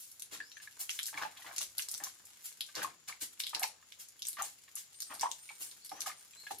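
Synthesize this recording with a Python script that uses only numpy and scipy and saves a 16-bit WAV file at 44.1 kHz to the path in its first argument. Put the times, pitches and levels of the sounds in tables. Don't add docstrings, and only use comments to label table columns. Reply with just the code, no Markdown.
import sys
import numpy as np
from scipy import signal
from scipy.fft import rfft, irfft, next_fast_len
from scipy.io import wavfile

SR = 44100
rng = np.random.default_rng(int(sys.argv[2]) if len(sys.argv) > 2 else 0)


def generate_wav(sig):
    pcm = np.round(np.clip(np.atleast_2d(sig).T, -1, 1) * 32767).astype(np.int16)
    wavfile.write(sys.argv[1], SR, pcm)


N = 291060

# (frequency [Hz], relative level [dB])
SAND_SPECTRUM = [(300, -19.5), (900, -10), (2000, -2.5), (4300, 2), (7000, 4), (11000, 2.5), (16000, -11.5)]
# (time [s], relative squelch level [dB], dying time [s], centre [Hz], relative knock level [dB])
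SCOOP_EVENTS = [(0.313, -57, 0.058, 1470, -56), (.6, -66, 0.037, 1560, -96), (0.784, -56, 0.029, 1090, -73),
                (1.136, -45.5, 0.074, 1290, -55), (1.207, -35.5, 0.022, 1140, -52),
                (1.35, -54.5, 0.047, 1347, -76), (1.44, -47.5, 0.048, 1130, -63),
                (1.605, -41.5, 0.0097, 940, -70), (2.005, -49.5, 0.037, 1210, -61.5),
                (2.757, -44.5, 0.054, 1540, -46.5), (2.815, -41, 0.028, 1080, -57),
                (3.078, -49.5, 0.032, 1530, -82), (3.208, -75, .022, 1090, -56.5),
                (3.531, -52.5, 0.08, 1020, -61), (4.377, -38, 0.025, 1150, -56),
                (5.09, -44.5, 0.036, 1410, -57), (5.223, -35.5, 0.0067, 1010, -58.5),
                (5.595, -56.5, 0.032, 920, -58.5), (5.911, -53, 0.093, 1160, -57),
                (6.05, -45, 0.03, 1400, -78), (6.501, -66, 0.013, 940, -50)]
# (time [s], relative level [dB], centre of the smack [Hz], relative fizz against the smack [dB])
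BLOB_HITS = [(.115, -46, 5940, 5), (0.1967, -31, 7900, -23), (0.2214, -30, 5200, 1.5),
             (.517, -38, 4070, -26), (0.8935, -20.5, 3480, -11.5), (.905, -22, 4760, -11),
             (0.953, -41, 6760, -6), (.9903, -18, 2930, -12), (1.031, -22, 5470, -8),
             (1.057, -25, 5200, -4), (1.0667, -23, 7240, -24), (1.372, -35, 3200, -23),
             (1.5629, -26, 4450, -4), (1.5822, -16.5, 4440, -7.5), (1.6147, -27, 5000, -1),
             (1.63, -38, 7400, -2), (1.7819, -22, 4730, 3), (1.7937, -25, 2400, -11),
             (1.822, -26, 5970, -11), (1.8865, -22.5, 6100, -16), (1.9145, -26.5, 6200, 0.5),
             (1.941, -21.5, 6000, -27), (1.9778, -29.5, 8000, -8), (2.038, -20.5, 7200, -16),
             (2.0439, -29, 6460, -19), (2.253, -47, 6860, 2.5), (2.608, -17.5, 3650, -8.5),
             (2.6632, -40.5, 6700, -22), (2.7534, -22, 5100, -20), (3.4015, -18.5, 3880, -14),
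             (3.4367, -21, 4300, -20), (3.4677, -20, 3760, -13), (3.4943, -30, 7300, -10),
             (3.548, -16, 3920, -44), (3.596, -28.5, 7860, 5), (3.6287, -23.5, 2740, -1),
             (3.6328, -13.5, 4020, -20), (3.677, -36.5, 5170, 2), (3.922, -33.5, 2850, -15),
             (4.086, -40, 6920, -1), (4.1928, -44.5, 4270, 0), (4.221, -23, 4370, -18),
             (4.2518, -28.5, 4640, -8), (4.269, -23.5, 7000, -9), (4.2852, -24.5, 8350, 3),
             (4.3307, -34.5, 4500, 2), (4.4218, -20, 7100, -5), (4.755, -30.5, 6700, 5.5),
             (4.943, -50.5, 4200, -4), (5.004, -25.5, 5600, -3), (5.021, -22, 6300, -21),
             (5.1405, -43, 5800, 8.5), (5.1508, -40, 4280, 0), (5.1958, -26.5, 6000, -12),
             (5.211, -18, 7400, -10), (5.3145, -22, 5050, -41), (5.713, -35, 5070, -10),
             (5.8477, -52, 4670, 10), (5.86, -43, 4930, 5.5), (5.894, -36, 4500, 0),
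             (6.0059, -21, 6400, -17), (6.0177, -25, 4640, -5), (6.585, -50, 4120, 12.5)]


def amp(db):
    return 10 ** (np.asarray(db) / 20)


def unit(x):
    return x / np.sqrt(np.mean(x ** 2) + 1e-20)


def read(points, hz):
    f, value = np.transpose(points)
    return np.interp(np.log(hz + 1), np.log(f + 1), value)


def colour(x, gain):
    size = next_fast_len(x.shape[-1] + 512)
    spectrum = rfft(x, size) * gain(np.fft.rfftfreq(size, 1 / SR))
    return irfft(spectrum, size)[..., :x.shape[-1]]


def hump(hz, centre_hz, octaves):
    return 1 / (1 + (np.log2((hz + 1) / centre_hz) / octaves) ** 2) ** 2


def add(mix, s, sound):
    start = round(s * SR)
    sound = sound[max(-start, 0):]
    part = mix[max(start, 0):][:len(sound)]
    part += sound[:len(part)]


def grains(size, per_s, spread_db):
    height = amp(spread_db * np.minimum(rng.exponential(1, size), 4))
    sign = rng.choice([-1., 1.], size)
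    lands = rng.random(size) < per_s / SR
    return unit(height * sign * lands)


def swell(rise, fall):
    t = np.arange(SR // 2) / SR
    build = np.minimum(t / max(rise, 1e-4), 1)
    return build * np.exp(-np.maximum(t - rise, 0) / max(fall, 1e-4))


def corner(echo_db, tail_db, shared, mono_hz=450, dull_hz=7000):
    # (delay before a small random lag [s], relative gain)
    echo_paths = [(.0012, 1), (.0058, 0.21), (.0068, 0.67), (.0096, 0.18), (0.013, .22), (0.019, 0.17),
                  (.0255, 0.071)]
    # (frequency [Hz], time to fall 60 dB [s])
    decay_times = [(150, 0.77), (900, 0.15), (4000, 0.23), (9000, 0.24), (16000, 0.063)]
    size = SR // 3
    early = np.zeros((2, size))
    for delay, gain in echo_paths:
        for side in early:
            scatter = unit(rng.standard_normal(16)) / 4
            add(side, delay + rng.uniform(0, .0008), gain * scatter)
    early = colour(early, lambda f: 1 / np.hypot(1, f / dull_hz))
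    onset = np.clip(np.arange(size) / SR / 0.0025 - .4, 0, 1)
    taps = rng.standard_normal((3, size)) * onset
    diffuse = np.sqrt(shared) * taps[2] + np.sqrt(1 - shared) * taps[:2]
    hz, t, bands = signal.stft(diffuse, SR, nperseg=256)
    decay = amp(-60 * t / read(decay_times, hz)[:, None])
    tail = signal.istft(bands * decay, SR, nperseg=256)[1][:, :size]
    response = amp(echo_db) * early + amp(tail_db) * tail / np.linalg.norm(tail[0])
    middle = response.mean(axis=0)
    return middle + colour(response - middle, lambda f: f / np.hypot(f, mono_hz))


def yard(x, echo_db, tail_db, shared, count=5):
    # (frequency [Hz], lead of the left microphone [rad])
    left_lead = [(0, 8.5), (700, 0.67), (4400, 0.2), (5500, -1.5), (7200, -7.5), (8500, -11),
                 (10300, -24.5), (12800, -16), (16500, -13)]
    out = np.array([colour(x, lambda f: np.exp(1j * read(left_lead, f))), x])
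    spot = np.arange(N) / SR / .035
    for k in range(count):
        here = np.sin(np.pi / 2 * np.minimum((spot - k) % count, 2))
        response = corner(echo_db, tail_db, shared)
        out += signal.oaconvolve((x * here)[None], response, axes=1)[:, :N]
    return out


def air(shared=0.17, level_db=-66.5, drone_hz=91, drone_db=-86):
    # (frequency [Hz], relative level [dB])
    air_spectrum = [(15, -41), (25, -19), (97, 12.5), (677, 3), (1020, 4), (4140, 5.5), (6050, 5.5),
                    (6740, 0.5), (8590, -1), (9320, -28), (10400, -4.5), (11900, -23), (13200, -24.5),
                    (14400, -27.5), (16000, -10.5)]
    noise = rng.standard_normal((4, N))
    pair = np.sqrt(shared) * noise[2] + np.sqrt(1 - shared) * noise[:2]
    drone = amp(drone_db) * unit(colour(noise[3], lambda f: hump(f, drone_hz, 0.12)))
    return amp(level_db) * unit(colour(pair, lambda f: amp(read(air_spectrum, f)))) + drone


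def whistle(hz, blur_hz=260):
    u, angle = np.linspace(0, 1, len(hz)), 2 * np.pi * np.cumsum(hz) / SR
    noise = rng.standard_normal((2, 2 * SR))
    a, b = unit(colour(noise, lambda f: np.exp(-(f / blur_hz) ** 2)))[:, :len(u)]
    return np.sqrt(u * (1 - u)) * (a * np.sin(angle) + b * np.cos(angle))


def trees(insect_hz=7000, insect_db=-75, ease=0.21):
    # (time [s], relative level [dB])
    slurs = [(0.386, -58.5), (5.813, -56.5)]
    # (time [s], length [s], pitch [Hz], relative level [dB])
    warbles = [(4.919, 0.37, 8650, -56), (5.277, 0.47, 8916, -56.5), (6.154, 0.12, 9030, -60),
               (6.314, 0.18, 7660, -60.5), (6.359, 0.17, 4160, -55)]
    slur_s, from_hz, to_hz = 0.22, 4180, 6660
    warbles_per_s, depth, swing_db = 7.5, 0.019, 2.5
    blur = 0.033
    out = amp(insect_db) * unit(colour(rng.standard_normal(N), lambda f: hump(f, insect_hz, .09)))
    u = np.linspace(0, 1, int(slur_s * SR))
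    rising_hz = from_hz + (to_hz - from_hz) * u * (1 + ease * (1 - u))
    for s, db in slurs:
        add(out, s, amp(db) * whistle(rising_hz))
    for s, length, hz, db in warbles:
        t = np.arange(0, length, 1 / SR)
        turn = 2 * np.pi * warbles_per_s * t
        note = whistle(hz * (1 - depth * np.cos(turn)), blur_hz=blur * hz)
        add(out, s, amp(db + swing_db * np.sin(turn)) * note)
    return out


def trickle(level_db=-5.0, drips_db=-10):
    # (time [s], relative level [dB])
    runoff = [(0.0, -69), (0.79, -60.5), (0.99, -62), (1.23, -62.5), (1.45, -57), (1.95, -56.5),
              (2.09, -64), (2.3, -62), (2.66, -60.5), (2.98, -72), (3.55, -57), (3.71, -69), (3.95, -65.5),
              (4.3, -71), (4.63, -64), (5.13, -60.5), (6.29, -60.5), (6.6, -55)]
    t = np.arange(N) / SR
    crumbs = unit(colour(grains(N, 1200, 7.0), lambda f: amp(read(SAND_SPECTRUM, f))))
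    drips = np.zeros(N)
    for hz in np.geomspace(1300, 8000, num=14):
        cycles = hz * t[:600]
        drop = np.sin(2 * np.pi * cycles) * np.exp(-cycles / 0.52)
        drips += signal.oaconvolve(grains(N, 14, 5.0), drop)[:N]
    level = amp(np.interp(t, *np.transpose(runoff)) + level_db)
    return level * (crumbs + amp(drips_db) * unit(drips))


def bumps(octaves=2.1, ring_db=2, boom_db=-11, level_db=-4, lag_s=0.0044):
    pot_hz, boom_hz = 300.5, 94
    rise_s, fall_s = 0.0086, 0.0097
    drag = 0.67
    out = np.zeros(N)
    for s, _, fall, _, db in SCOOP_EVENTS:
        shape = swell(rise_s, fall_s + drag * fall)
        t = np.arange(len(shape)) / SR
        scuff = shape * unit(colour(grains(len(t), 2500, 1.4), lambda f: hump(f, pot_hz, octaves)))
        ring = shape ** 3 * np.sin(2 * np.pi * pot_hz * t)
        boom = shape * np.sin(2 * np.pi * boom_hz * t)
        knock = scuff + amp(ring_db) * ring + amp(boom_db) * boom
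        add(out, s + lag_s, amp(db + level_db) * knock)
    return out


def squelches(per_s=450, cycles=1.6, scatter=0.41, glide=0.26, rasp_db=-4, level_db=-4):
    build = 0.68
    out, t = np.zeros(N), np.arange(1024) / SR
    for s, db, fall, hz, _ in SCOOP_EVENTS:
        shape = swell(build * fall, fall)
        pops = np.zeros(len(shape))
        for k, (late, pitch, size, slope) in enumerate(rng.uniform(-0.99, 1, (200, 4))):
            turns = hz * 2 ** (2 * scatter * pitch) * t
            phase = 2 * np.pi * turns * (1 + glide * slope * np.tanh(turns / 10))
            pop = np.sin(phase) * turns * np.exp(-turns / cycles * 2)
            add(pops, (k + .5 + late / 2) / per_s, amp(9.6 * size) * pop)
        rasp = colour(grains(len(shape), 2500, 2.2), lambda f: hump(f, hz * 1.67, 2.14))
        add(out, s, amp(db + level_db) * shape * (unit(pops) + amp(rasp_db) * unit(rasp)))
    return out


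def gulps(rise_cycles=3.04, level_db=-2, rasp_octaves=1.36):
    # (time [s], relative level [dB], pitch at the sixth cycle [Hz], ring decay [cycles])
    pockets = [(0.4026, -28, 1677, 4.5), (.568, -37.5, 1680, 4.6), (.6, -43.5, 1670, 3.6),
               (0.673, -39, 1675, 4.2), (1.083, -42, 1590, 3.3), (1.129, -48, 870, 15),
               (1.142, -33.5, 1760, 2.2), (1.174, -30.5, 2240, 5.8), (1.176, -35.5, 876, 10.6),
               (1.215, -32, 1440, 2.8), (1.222, -31, 1240, 4), (1.233, -26.5, 1670, 2.5),
               (1.249, -29.5, 869, 7.5), (1.42, -42.5, 1960, 5), (1.446, -40, 1010, 2.2),
               (1.464, -37.5, 1950, 5.2), (1.511, -48, 953, 3.6), (2.002, -42, 1760, 2.8),
               (2.002, -49, 840, 6.7), (2.068, -45.5, 1080, 2.6), (2.687, -50, 1580, 11.4),
               (2.818, -28, 1566, 5.1), (2.844, -25.5, 1078, 7.1), (3.094, -39.5, 1080, 4.1),
               (3.124, -35, 2074, 2.2), (3.531, -34.5, 940, 8.7), (3.564, -36.5, 883, 3.2),
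               (3.616, -33, 737, 4.2), (3.637, -26, 870, 4.3), (3.826, -56, 1380, 2.1),
               (4.369, -39, 1920, 5.1), (4.37, -39, 1174, 5.6), (4.4, -29, 1215, 4.8),
               (4.412, -29.5, 812, 3.5), (4.679, -62.5, 1680, 11.5), (4.765, -59, 1200, 3.5),
               (5.112, -38.5, 880, 3.5), (5.231, -15.5, 884, 2), (5.244, -24.5, 933, 3.5),
               (5.256, -21, 995, 1.8), (5.264, -24.5, 950, 3.4), (5.49, -36, 2325, 11.5),
               (5.504, -46.5, 863, 2.4), (5.916, -32, 820, 3.1), (6.061, -32.5, 1187, 3.7),
               (6.07, -33.5, 748, 1.5), (6.096, -38.5, 1230, 8.7), (6.115, -39, 2050, 3.9),
               (6.334, -50, 2380, 3.8), (6.467, -36, 1690, 9.4), (6.508, -26, 800, 2.1)]
    glide_per_cycle = -0.0023
    usual_db, usual_rasp_db, rasp_per_db = -37, -6, -0.6227
    out = np.zeros(N)
    for s, db, hz, ring_cycles in pockets:
        fall = ring_cycles / hz
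        rasp_db = usual_rasp_db + rasp_per_db * (db - usual_db)
        shape = swell(rise_cycles / hz, fall)
        cycles = hz * np.arange(len(shape)) / SR
        gliding_hz = hz * (1 + glide_per_cycle * np.minimum(cycles - 6, 12))
        ring = np.sin(2 * np.pi * np.cumsum(gliding_hz) / SR)
        rasp = unit(colour(grains(len(shape), 6000, 2.9), lambda f: hump(f, hz * 1.18, rasp_octaves)))
        pocket = shape * ring + amp(rasp_db) * swell(0.00021, fall) * rasp
        add(out, s, amp(db + level_db) * pocket)
    return out


def sprays(per_s=6000, spread_db=4, level_db=-2):
    # (time [s], relative level [dB], dying time [s], tilt towards the treble [dB per octave])
    fans = [(-.08, -50, 0.073, 6.5), (0.307, -44.5, 0.027, -5.5), (.608, -52.5, .02, -2),
            (0.788, -38.5, .022, 5.5), (.87, -49, 0.087, 3), (1.057, -43.5, 0.021, 6.5),
            (1.161, -47, 0.018, -10), (1.599, -39.5, 0.017, .5), (1.775, -45.5, 0.032, 1.5),
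            (1.895, -48, 0.03, 7), (2.047, -49, .026, -1.5), (2.432, -44.5, 0.028, 4),
            (2.739, -44.5, 0.037, -12.5), (2.824, -38.5, 0.0069, 2), (3.073, -42.5, .013, -5),
            (3.202, -38, 0.021, 2), (3.392, -39, 0.0096, 7), (3.62, -43, 0.012, 14),
            (3.983, -48, 0.024, 0.5), (4.246, -48.5, 0.038, 3.5), (4.411, -45, 0.035, 1),
            (4.759, -45, 0.023, 1.5), (5.204, -42.5, 0.011, -11), (5.586, -44.5, 0.037, 5),
            (6.055, -39, 0.016, -2.5), (6.497, -48.5, 0.019, -1.5)]
    build = 0.93
    out = np.zeros(N)
    for s, db, fall, tilt_db in fans:
        shape = swell(build * fall, fall)
        impacts = grains(len(shape), per_s, spread_db)
        hiss = colour(impacts, lambda f: amp(read(SAND_SPECTRUM, f) + tilt_db * np.log2(f / 5000 + 0.84)))
        add(out, s, amp(db + level_db) * shape * unit(hiss))
    return out


def snaps(level_db=-3, centre_hz=9000, octaves=0.75, fizz_share=0.75, lag_s=0.00046):
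    out = np.zeros(N)
    for s, db, _, bright_db in BLOB_HITS:
        add(out, s + lag_s, amp([db + level_db + fizz_share * bright_db]))
    return 2 * colour(out, lambda f: hump(f, centre_hz, octaves))


def splats(crack_s=0.00033, spatter_s=0.0025, octaves=0.9, smack_db=-5, fizz_db=-1,
           slap_db=-26, slap_hz=1500, snap=2.2, flight_s=0.00079):
    # (frequency [Hz], relative level [dB])
    fizz_spectrum = [(500, 11), (2000, -51), (5000, -35), (8000, 28), (11500, 34), (16000, -13.5)]
    usual_db, usual_spatter_db, spatter_per_db = -24.5, -16.5, -0.76
    lead = 64
    out, t = np.zeros(N), np.arange(4096) / SR
    for s, db, hz, bright_db in BLOB_HITS:
        crack = rng.choice([-1., 1.], (3, len(t))) * np.exp(-t / crack_s)
        crack[:, 0] = snap
        flight = np.minimum(t / flight_s, 1)
        spatter_db = usual_spatter_db + spatter_per_db * (db - usual_db)
        spatter = amp(spatter_db) * grains(len(t), 9000, 6.9) * flight * np.exp(-t / spatter_s)
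        hit = crack + spatter * rng.choice([-1., 1.], crack.shape)
        hit = np.pad(hit, ((0, 0), (lead, 0)))
        smack = unit(colour(hit[0], lambda f: hump(f, hz, octaves)))
        fizz = unit(colour(hit[1], lambda f: amp(read(fizz_spectrum, f))))
        slap = unit(colour(hit[2], lambda f: hump(f, slap_hz, 4.7)))
        blob = smack + amp(bright_db + fizz_db) * fizz + amp(slap_db) * slap
        add(out, s - lead / SR, amp(db + smack_db) * hit.std() * blob)
    return out


def scene():
    pot_low_hz, gulp_low_hz = 703, 330
    wall = yard(splats() + sprays() + trickle() + trees(), echo_db=4, tail_db=-0.5, shared=0.084)
    ticks = yard(snaps(), echo_db=4, tail_db=-17, shared=.1)
    churning = colour(squelches(), lambda f: f ** 4 / np.hypot(f ** 4, pot_low_hz ** 4))
    popping = colour(gulps(), lambda f: f ** 2 / np.hypot(f ** 2, gulp_low_hz ** 2))
    pot = yard(popping + churning, echo_db=-2.0, tail_db=-3.0, shared=0.1)
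    knocks = yard(bumps(), echo_db=3.0, tail_db=-6.5, shared=0.29)
    return wall + ticks + pot + knocks + air()


def record(dry):
    # (frequency [Hz], gain [dB])
    mic_colour = [(20, -23), (45, -3), (80, -5.5), (8600, -1), (9400, -4), (10300, 2), (11800, 4),
                  (13300, -4.5), (14400, 13), (16000, -9)]
    # (frequency [Hz], left minus right [dB])
    balance = [(100, 3.5), (700, 1.5), (1300, 1), (2400, 0.5), (4400, 4.5), (8000, 2.5), (15000, -2)]
    edge_hz = 16600
    sides = np.array([[1], [-1]]) / 2
    heard = colour(dry, lambda f: amp(read(mic_colour, f) + sides * read(balance, f)))
    low_pass = signal.firwin(401, edge_hz, window=("kaiser", 8), fs=SR)
    return signal.oaconvolve(heard, low_pass[None], "same")


dry = scene()
out = record(dry)
generate_wav(out)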